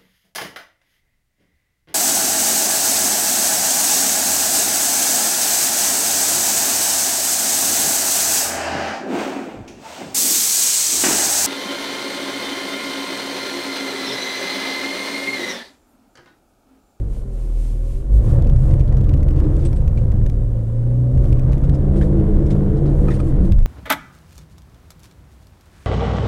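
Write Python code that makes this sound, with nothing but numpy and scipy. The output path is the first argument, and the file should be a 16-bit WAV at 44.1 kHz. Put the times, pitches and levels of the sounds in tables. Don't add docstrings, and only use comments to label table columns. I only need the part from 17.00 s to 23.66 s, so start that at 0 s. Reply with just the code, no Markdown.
import sys
import numpy as np
from scipy import signal
from scipy.fft import rfft, irfft, next_fast_len
from scipy.io import wavfile
from scipy.ndimage import uniform_filter1d, map_coordinates

SR = 44100
rng = np.random.default_rng(int(sys.argv[2]) if len(sys.argv) > 2 else 0)


def store_pcm(level_fs):
    pcm = np.round(np.clip(level_fs, -1, 1) * 32767).astype(np.int16)
    wavfile.write(sys.argv[1], SR, np.atleast_2d(pcm).T)


N = 293706
TIME = np.arange(N) / SR


# time in seconds, firing rate in Hz, pull in dB.
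ENGINE_RUN = [(0, 53.2, -6.5), (.12, 46.64, -12.5), (.4, 40.29, -17.5), (.7, 38.76, -13),
              (.97, 41.4, -13.5), (1.15, 50.85, -2), (1.35, 61.53, -3), (1.9, 64.98, -3),
              (2.35, 66.14, -3.5), (2.48, 70.04, -0.5), (2.8, 56.92, -10.5), (3.0, 56.17, -2.5),
              (3.25, 55.58, -2.5), (3.65, 56.21, -3.5), (4.05, 62.26, 2), (4.42, 63.25, -3),
              (4.85, 68.97, 4), (5.45, 70.58, 2.5), (6.05, 70.48, 5), (6.25, 65.16, -8.5), (6.4, 64.43, 2),
              (6.6, 63.95, -24)]
# frequency in Hz, gain in dB.
CABIN_BOOM = [(38, -7.5), (44, -14), (51, -11), (56, -25.5), (64, -28), (71, -27.5), (80, -22), (92, -30.5),
              (104, -19.5), (122, -13.5), (131, -16.5), (141, -21.5)]
# frequency in Hz, gain in dB.
FIREWALL = [(60, -42.5), (122, -25.5), (165, -42.5), (205, -44.5), (250, -40.5), (300, -50), (390, -50.5),
            (450, -53.5), (550, -48), (600, -55.5), (690, -59), (1000, -67.5), (1500, -68.5)]
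OVERTONE_BOOSTS = {3: 3, 4: 4, 5: 4, 6: 4, 7: 5, 9: 5, 10: 2}

def engine(hz, pull_db, breakup, waver_db=2.5, flutter_db=1.6, flutter_rad=.4, smear_rad=.24):
    firing_db = lookup(hz, CABIN_BOOM) + .64 * pull_db
    octave_db = lookup(2 * hz, CABIN_BOOM) + .64 * pull_db
    phase = phase_of(hz * (1 + .002 * walk(30)))
    tones = undb(firing_db + waver_db * walk(8.1)) * np.sin(phase)
    octave_gain = undb(octave_db - breakup * flutter_db * walk(15) ** 2)
    tones += octave_gain * np.sin(2 * phase + flutter_rad * breakup * walk(24))
    for multiple in np.arange(1.5, 12, .5):
        db = OVERTONE_BOOSTS.get(multiple, 0) - 5 * (multiple % 1 > 0) + rng.standard_normal()
        db = db + lookup(multiple * hz, FIREWALL) + .89 * pull_db + waver_db * walk(12)
        tones += undb(db) * np.sin(multiple * phase + 2 * np.pi * rng.random() + smear_rad * walk(20))
    throb = 1 + .5 * np.sin(phase)
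    clatter = unit(colour(rng.standard_normal(N) * throb, FIREWALL))
    return np.sqrt(2) * tones + clatter * undb(-38 + .43 * pull_db), phase


# start in seconds, end in seconds, level in dB.
ROUGH_GROUND = [(1.199, 3.263, -15), (4.096, 4.645, -16), (4.775, 6.43, -18.5)]

def pounding(attack_s=.057, release_s=.19, sag_db_per_s=1):
    power = 0
    for start, end, db in ROUGH_GROUND:
        since_s = np.maximum(TIME - start, 0)
        shape = np.minimum(since_s / attack_s, 1) * np.exp(-np.maximum(TIME - end, 0) / release_s)
        power = power + (shape * undb(db - sag_db_per_s * since_s)) ** 2
    return power


# middle in seconds, half length in seconds, level in dB.
LURCHES = [(.1, 0.24, -23.5), (.97, 0.095, -21), (1.16, 0.054, -17), (1.5, 0.16, -15.5), (3.25, 0.046, -15),
           (3.42, 0.17, -18), (3.82, 0.2, -22.5), (4.95, 0.24, -23.5), (5.35, 0.054, -11.5),
           (6.0, 0.099, -14.5), (6.4, .12, -14.5), (6.6, 0.11, -8)]
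# frequency in Hz, gain in dB.
BODY_HEAVE = [(8, -33), (18, -6.5), (28, 2.5), (42, -3), (52, -14.5), (70, -35)]
FLOOR_DRUM = [(35, -21.5), (50, 1.5), (65, 1.5), (85, 1), (105, -10), (145, -4), (172, -18.5), (240, -21.5),
              (330, -48.5)]
# frequency in Hz, width in Hz, gain in dB.
TYRE_AIR = [(196, 7, -4.5), (212.3, 6, -8.5)]

def ride(shaking, tyre_db, surge_db=2):
    heave = np.sqrt(shaking ** 2 + swell_power(LURCHES))
    body = even(colour(impacts(150, 1), BODY_HEAVE), .027) * heave
    floor = even(colour(impacts(300, 4.74), FLOOR_DRUM), .045) * shaking
    air = even(ring_modes(impacts(500, 4.7), TYRE_AIR), .097)
    return body + floor + air * undb(tyre_db + surge_db * walk(13))


# time in seconds, level in dB.
CHURN = [(0, -53.5), (1.05, -57.5), (1.26, -33), (1.4, -28.5), (1.6, -36), (1.74, -33), (1.87, -38),
         (2.12, -31), (2.33, -30.5), (2.46, -25.5), (2.65, -30.5), (2.78, -34.5), (3.15, -36), (3.45, -48),
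         (4.05, -44.5), (4.25, -32.5), (4.8, -25.5), (5.2, -22.5), (5.9, -23), (6.49, -24), (6.55, -48.5)]
# middle in seconds, half length in seconds, level in dB.
SPRAYS = [(1.36, 0.13, -47.5), (1.72, 0.09, -50), (1.95, 0.053, -49), (2.15, 0.044, -54),
          (2.44, 0.11, -51.5), (4.23, 0.085, -58), (4.5, 0.042, -48), (5.27, 0.097, -55), (5.77, .09, -60),
          (6.08, 0.066, -44.5)]
# frequency in Hz, width in Hz, gain in dB.
GROWL_MODES = [(289.3, 20, -6), (323.6, 44.3, -1), (413.3, 77, -8), (473, 95, -16)]
# frequency in Hz, gain in dB.
ROAR_SPECTRUM = [(150, -4.5), (230, -1), (270, 2), (330, 3), (420, -1.5), (500, 1.5), (550, -2),
                 (610, -6.5), (670, -8.5), (720, -7), (850, -20.5), (1300, -46.5)]
CRUNCH_SPECTRUM = [(450, -25), (750, 1.5), (1000, 3), (1400, -4), (1900, -8.5), (2400, -17.5), (3200, -19),
                   (4000, -24), (5000, -30.5), (12000, -49.5)]

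def gravel(churn_db, slip_db, firing_phase, growl_gain_db=-5, roar_gain_db=14, surge_db=2.15):
    throb = 1 + .21 * np.sin(firing_phase)
    ring = ring_modes(impacts(900, 3.5) * throb, GROWL_MODES)
    growl = even(bend(ring, 1 + .04 * walk(9)), .086)
    growl *= undb(churn_db + growl_gain_db + surge_db * walk(12))
    roar = even(colour(impacts(1000, 3.36) * throb, ROAR_SPECTRUM), .17) * undb(roar_gain_db)
    crunch = even(colour(impacts(2200, 2.6) * throb, CRUNCH_SPECTRUM), .52)
    stone_gain = np.sqrt(undb(-50 + .35 * slip_db) ** 2 + swell_power(SPRAYS))
    return growl + (roar + crunch) * stone_gain


# start in seconds, end in seconds, level in dB.
STEADY_SPINS = [(1.9, 2.58, -35), (3.08, 3.3, -33), (4.78, 5.43, -24.5), (5.49, 5.76, -24.5),
                (5.97, 6.25, -24.5), (6.4, 6.56, -27)]

def tyre_drone(waver_db=1, drift=.004, fade_s=.063):
    strength = sum(undb(db) * gate(start, end, fade_s) for start, end, db in STEADY_SPINS)
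    phase = phase_of(TYRE_AIR[0][0] * (1 + drift * walk(9)))
    return np.sqrt(2) * strength * undb(waver_db * walk(11)) * np.sin(phase)


# middle in seconds, half length in seconds, level in dB, pitch in Hz, glide in Hz per second.
TYRE_SLIPS = [(1.34, 0.087, -40, 549, 0), (1.716, 0.073, -35, 330, 0), (2.12, .08, -30.5, 289, -400),
              (2.473, 0.15, -29, 295.4, 0), (2.653, 0.034, -26, 339.5, -1), (3.17, 0.031, -33, 307, 0),
              (4.001, 0.13, -36, 280, 99.5), (4.29, .06, -33.5, 300, 0), (4.516, .05, -24, 166, 1),
              (4.689, 0.045, -18, 161, 2), (4.85, .06, -33.5, 384, 0), (5.02, 0.081, -27.5, 322, -450),
              (5.186, 0.062, -21, 329.3, -100), (5.28, 0.08, -30, 425.5, 0),
              (5.449, 0.084, -26.5, 330.2, -350), (5.59, 0.056, -25.5, 336, -500),
              (5.759, .08, -29.5, 440, 400), (5.792, .09, -24.5, 331.7, 400.5),
              (5.885, .045, -24.5, 298, -400), (6.072, 0.065, -27.5, 324.3, 399.5),
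              (6.08, 0.079, -32, 477.4, -0.5), (6.271, 0.04, -24, 322.9, 1), (6.44, .1, -19, 180.1, 150.5),
              (6.465, 0.048, -27, 335.9, 0)]

def tyre_groans(width_hz=16):
    out = np.zeros(N)
    for s, half_s, db, hz, glide in TYRE_SLIPS:
        ring = even(ring_modes(impacts(1500, 3), [(hz, width_hz, 0)]), .05)
        speed = 1 + glide / hz * np.clip(TIME - s, -half_s, half_s)
        out += bend(ring, speed) * np.sqrt(swell_power([(s, half_s, db)]))
    return out


# time in seconds, relative level in dB, click resonance in Hz.
OVERLOAD_PEAKS = [(1.423, -30.5, 3920), (1.4463, -37, 3500), (1.4708, -34, 3000), (1.498, -30, 2000),
                  (1.562, -31, 1700), (1.7384, -26.5, 2100), (1.797, -34, 3000), (1.809, -30, 2500),
                  (1.878, -36, 3000), (1.925, -34.5, 1900), (1.9441, -39.5, 4500), (1.97, -31, 1600),
                  (1.9825, -36, 4000), (2.012, -36, 3000), (2.043, -36.5, 3400), (2.093, -27.5, 2700),
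                  (2.1389, -28.5, 2800), (2.205, -41, 4000), (2.2303, -31.5, 1999), (2.285, -31, 3000),
                  (2.309, -33, 2600), (2.4016, -29, 1900), (2.4415, -36, 2700), (2.567, -33.5, 3400),
                  (2.7299, -30.5, 1700), (2.8785, -27, 2148), (3.1197, -34.5, 2200), (3.2636, -28.5, 1800),
                  (3.2987, -30.5, 2300), (4.176, -35.5, 2200), (4.242, -34.5, 2200), (4.2562, -36, 4000),
                  (4.3273, -27, 2800), (4.3945, -32, 2500), (4.532, -29, 2200), (4.5507, -40, 4000),
                  (4.5802, -36, 3000), (4.695, -29, 3000), (5.197, -39, 3000), (5.208, -42, 3022),
                  (5.3674, -36.5, 4600), (6.4512, -38, 3000), (6.455, -39, 3000), (6.5216, -23.5, 2900),
                  (6.5322, -37, 3500), (6.5877, -31.5, 1500), (6.6045, -38, 2200), (6.6259, -37.5, 2497)]
# frequency in Hz, gain in dB.
CLICK_SPECTRUM = [(600, -1), (1500, -0.5), (2900, -5), (4500, -7), (6000, -7), (10000, -11.5), (15000, -15)]

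def overload_thumps(click_s=.0011, click_db=-5, ring_db=-8, thump_s=.0033, thump_db=22, lead_s=.03):
    t = np.arange(int(2 * lead_s * SR)) / SR - lead_s
    thump = (1 - (t / thump_s) ** 2) * np.exp(-.5 * (t / thump_s) ** 2)
    window = np.exp(-.5 * (t / click_s - 1) ** 2)
    window_rms = np.sqrt(np.mean(window ** 2))
    clicks, thumps = np.zeros(N), np.zeros(N)
    for s, db, ring_hz in OVERLOAD_PEAKS:
        burst = unit(rng.standard_normal(len(t)) * window)
        ring = unit(resonate(burst, ring_hz, width_hz=1100)) * undb(ring_db)
        add(clicks, s - lead_s, undb(db + click_db) * window_rms * (burst + ring))
        add(thumps, s - lead_s, undb(db + thump_db) * thump)
    return colour(clicks, CLICK_SPECTRUM) + thumps


def overload_crackle(shaking, gain_db=-50, click_s=.0006):
    bursts = signal.lfilter([1], [1, -np.exp(-1 / (click_s * SR))], np.abs(impacts(120, 1.3)))
    return unit(colour(bursts * rng.standard_normal(N), CLICK_SPECTRUM)) * shaking * undb(gain_db)


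# start in seconds, level in dB, ring pitch in Hz.
STONE_KNOCKS = [(2.9745, -39, 2350), (4.636, -39, 1350), (5.0125, -29.5, 1600), (5.0203, -32.5, 1750),
                (5.029, -34.5, 1850), (6.084, -22.5, 1290), (6.0903, -27, 1260), (6.1065, -35, 1900),
                (6.1165, -35, 1950), (6.1255, -37, 1850), (6.1945, -35, 1150), (6.201, -27.5, 1250)]
# multiple of the ring pitch, gain in dB.
UNDERBODY_MODES = [(.72, -9), (1, 1), (1.28, -11), (1.93, -10)]

def stone_knocks(attack_s=.0006, t60_s=.028, grit_db=-17, grit_s=.0023, detune=.015):
    t = np.arange(SR // 16) / SR
    attack = 1 - np.exp(-t / attack_s)
    out = np.zeros(N)
    for s, db, hz in STONE_KNOCKS:
        ring = np.zeros(len(t))
        for ratio, mode_db in UNDERBODY_MODES:
            mode_hz = hz * ratio * (1 + detune * rng.standard_normal())
            ring += undb(mode_db - 60 * t / t60_s) * np.sin(2 * np.pi * mode_hz * t)
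        grit = unit(resonate(rng.standard_normal(len(t)), hz=2500, width_hz=2000))
        grit *= undb(grit_db) * np.exp(-t / grit_s)
        add(out, s, undb(db) * attack * (ring + grit))
    return out


# multiple of the firing rate, base level in dB.
BELT_WHINES = [(9.1, -43.5), (13.5, -49.5)]
# frequency in Hz, gain in dB.
BELT_PATH = [(340, -9), (385, 3), (420, -7), (500, -7), (560, 1), (610, -3), (660, -16), (950, -30)]

def belt_whines(hz, pull_db, breakup, waver_db=2.5, shaken_db=-3, drift=.003, shaken_drift=.012):
    out = np.zeros(N)
    for multiple, base_db in BELT_WHINES:
        db = base_db + .3 * pull_db + lookup(multiple * hz, BELT_PATH)
        db += waver_db * walk(9.7) + shaken_db * breakup
        pitch_hz = multiple * hz * (1 + (drift + shaken_drift * breakup) * walk(40))
        out += np.sqrt(2) * undb(db) * np.sin(phase_of(pitch_hz))
    return out


# start in seconds, relative level in dB, length in seconds, ring pitch in Hz, ring gain in dB.
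RATTLES = [(1.706, -56, 0.017, 1993, -11.5), (2.358, -59, 0.065, 2800, -10),
           (2.591, -59.5, 0.077, 3500, -11), (2.65, -46.5, 0.024, 8020, -2), (2.761, -56, 0.02, 8100, -1.5),
           (2.973, -56, 0.022, 2368, -4), (4.518, -55.5, .016, 3795, -12), (4.637, -56, 0.024, 1350, 2),
           (4.741, -54.5, 0.025, 4940, -9), (4.959, -55, 0.041, 8396, -8), (5.01, -55, 0.048, 1750, -1),
           (5.462, -55.5, .015, 5200, -8), (5.503, -48, 0.028, 3370, -18), (5.767, -59.5, 0.027, 3800, -10),
           (5.859, -58.5, .04, 3850, -8), (6.085, -61, 0.017, 2447, 8), (6.103, -49.5, 0.033, 1880, -1),
           (6.137, -50, 0.035, 8650, -6.5), (6.2, -52, 0.013, 8450, 0.5), (6.192, -58, 0.023, 1160, 11)]
# frequency in Hz, gain in dB.
TRIM_SPECTRUM = [(500, -1.5), (1300, 8), (3500, 4.5), (6000, 0), (9500, -4), (12000, -23.5), (15000, -39)]

def trim_rattles(attack_s=.00026, ring_width_hz=330, grain_db=3, gain_db=3):
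    t = np.arange(SR // 4) / SR
    out = np.zeros(N)
    for s, db, length_s, ring_hz, ring_db in RATTLES:
        chatter = rng.standard_normal(len(t)) * undb(grain_db * rng.standard_normal(len(t)))
        ring = resonate(resonate(chatter, ring_hz, ring_width_hz), ring_hz, ring_hz / 2)
        scrape = unit(colour(chatter, TRIM_SPECTRUM)) + undb(ring_db) * unit(ring)
        shape = (1 - np.exp(-t / attack_s)) * np.exp(-(t / length_s) ** 2.8)
        add(out, s, undb(db + gain_db) * shape * scrape)
    return out


# middle in seconds, half length in seconds, relative level in dB.
SWISHES = [(.16, 0.066, -60), (.42, 0.11, -61), (.65, 0.14, -56.5), (.92, 0.11, -58.5),
           (1.16, 0.044, -57.5), (1.3, 0.083, -56), (1.66, .12, -60), (2.64, 0.16, -63), (4.27, 0.1, -64.5),
           (5.02, 0.085, -62), (5.55, 0.29, -68.5), (6.08, 0.2, -60.5), (6.28, .04, -59),
           (6.46, 0.049, -61.5)]
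# frequency in Hz, gain in dB.
CLOTH_SPECTRUM = [(900, -25.5), (2200, 2), (3200, 0.5), (5000, -2), (6500, -0.5), (8500, 1.5),
                  (10000, -0.5), (12000, -6), (15000, -11.5)]

def cloth_rustle(hiss_db=-67, gain_db=2.5):
    strength = np.sqrt(swell_power(SWISHES) + undb(hiss_db) ** 2)
    return unit(colour(impacts(14000, 1.6), CLOTH_SPECTRUM)) * strength * undb(gain_db)


# start in seconds, end in seconds, centre in Hz, width in Hz, level in dB.
DRIVE_HISS = [(3.3, 4.2, 2955, 130, -78), (3.3, 4.2, 3720, 180, -78), (5.1, 6.05, 1486, 22, -63),
              (5.5, 6.05, 3182, 70, -72)]

def drive_hiss(fade_s=.08):
    out = np.zeros(N)
    for start, end, hz, width_hz, db in DRIVE_HISS:
        band = unit(resonate(rng.standard_normal(N), hz, width_hz))
        out += band * undb(db) * gate(start, end, fade_s)
    return out


def undb(db):
    return np.exp(np.asarray(db) * (np.log(10) / 20))


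def unit(x):
    return x / np.sqrt(np.mean(x ** 2))


def lookup(hz, response):
    return np.interp(hz, *np.transpose(response))


def phase_of(hz):
    return 2 * np.pi * np.cumsum(hz) / SR


def curves(table):
    s, *columns = np.transpose(table)
    return [np.interp(TIME, s, column) for column in columns]


def gate(start_s, end_s, fade_s):
    return np.clip(np.minimum(TIME - start_s, end_s - TIME) / fade_s, 0, 1)


def swell_power(table):
    return sum(undb(db) ** 2 * np.exp(-2 * ((TIME - s) / half_s) ** 2) for s, half_s, db in table)


def colour(x, outline):
    size = 2 * next_fast_len(len(x) // 2 + 4096)
    hz, db = np.transpose(outline)
    octave = np.log2(np.maximum(np.arange(size // 2 + 1) * SR / size, 1))
    outside = np.abs(octave - np.clip(octave, np.log2(hz[0]), np.log2(hz[-1])))
    gain = undb(np.interp(octave, np.log2(hz), db) - 20 * outside)
    cepstrum = irfft(np.log(gain))
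    cepstrum[1:size // 2] *= 2
    cepstrum[size // 2 + 1:] = 0
    return irfft(rfft(x, size) * np.exp(rfft(cepstrum)))[:len(x)]


def resonate(x, hz, width_hz):
    return signal.lfilter(*signal.iirpeak(hz, hz / width_hz, fs=SR), x)


def ring_modes(x, modes):
    return sum(undb(db) * resonate(resonate(x, hz, width), hz, width) for hz, width, db in modes)


def bend(x, speed):
    return map_coordinates(x, [np.cumsum(speed)], order=1, mode="mirror")


def walk(rate_hz):
    steps = TIME * rate_hz + rng.random()
    k = steps.astype(int)
    levels, part = rng.standard_normal(k[-1] + 2), steps - k
    return 1.15 * (levels[k] + np.diff(levels)[k] * part * part * (3 - 2 * part))


def impacts(per_s, spread_db):
    hit = rng.random(N) < per_s / SR
    strength = undb(spread_db * np.minimum(rng.exponential(size=N), 4))
    return hit * strength * rng.choice([-1, 1], N)


def even(x, span_s):
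    k = int(span_s * SR)
    return x / np.sqrt(uniform_filter1d(uniform_filter1d(x ** 2, k), k) + 1e-18)


def add(out, s, sound):
    start = max(int(s * SR), 0)
    out[start:start + len(sound)] += sound[:N - start]


def scene():
    hz, pull_db = curves(ENGINE_RUN)
    churn_db, = curves(CHURN)
    slip_db = churn_db + 30
    hz = hz * (1 + .004007 * undb(slip_db) * walk(8))
    rolling = undb(-31 + .69 * pull_db)
    shaking = np.sqrt(pounding() + rolling ** 2)
    breakup = np.minimum(shaking / undb(-17), 1)
    motor, firing_phase = engine(hz, pull_db, breakup)
    wheels = ride(shaking, tyre_db=-35 + .5 * slip_db) + gravel(churn_db, slip_db, firing_phase)
    overload = overload_crackle(shaking) + overload_thumps()
    cabin = trim_rattles() + cloth_rustle()
    drive = belt_whines(hz, pull_db, breakup) + drive_hiss()
    wheels += tyre_drone() + tyre_groans() + stone_knocks()
    return (motor + drive + wheels + overload + cabin)[None]


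def record(dry):
    ceiling, top_hz = .88, 15200
    rounded = dry / (1 + np.abs(dry / ceiling) ** 8) ** (1 / 8)
    return signal.sosfilt(signal.ellip(8, .2, 70, top_hz, fs=SR, output="sos"), rounded)


dry = scene()
out = record(dry)
store_pcm(out)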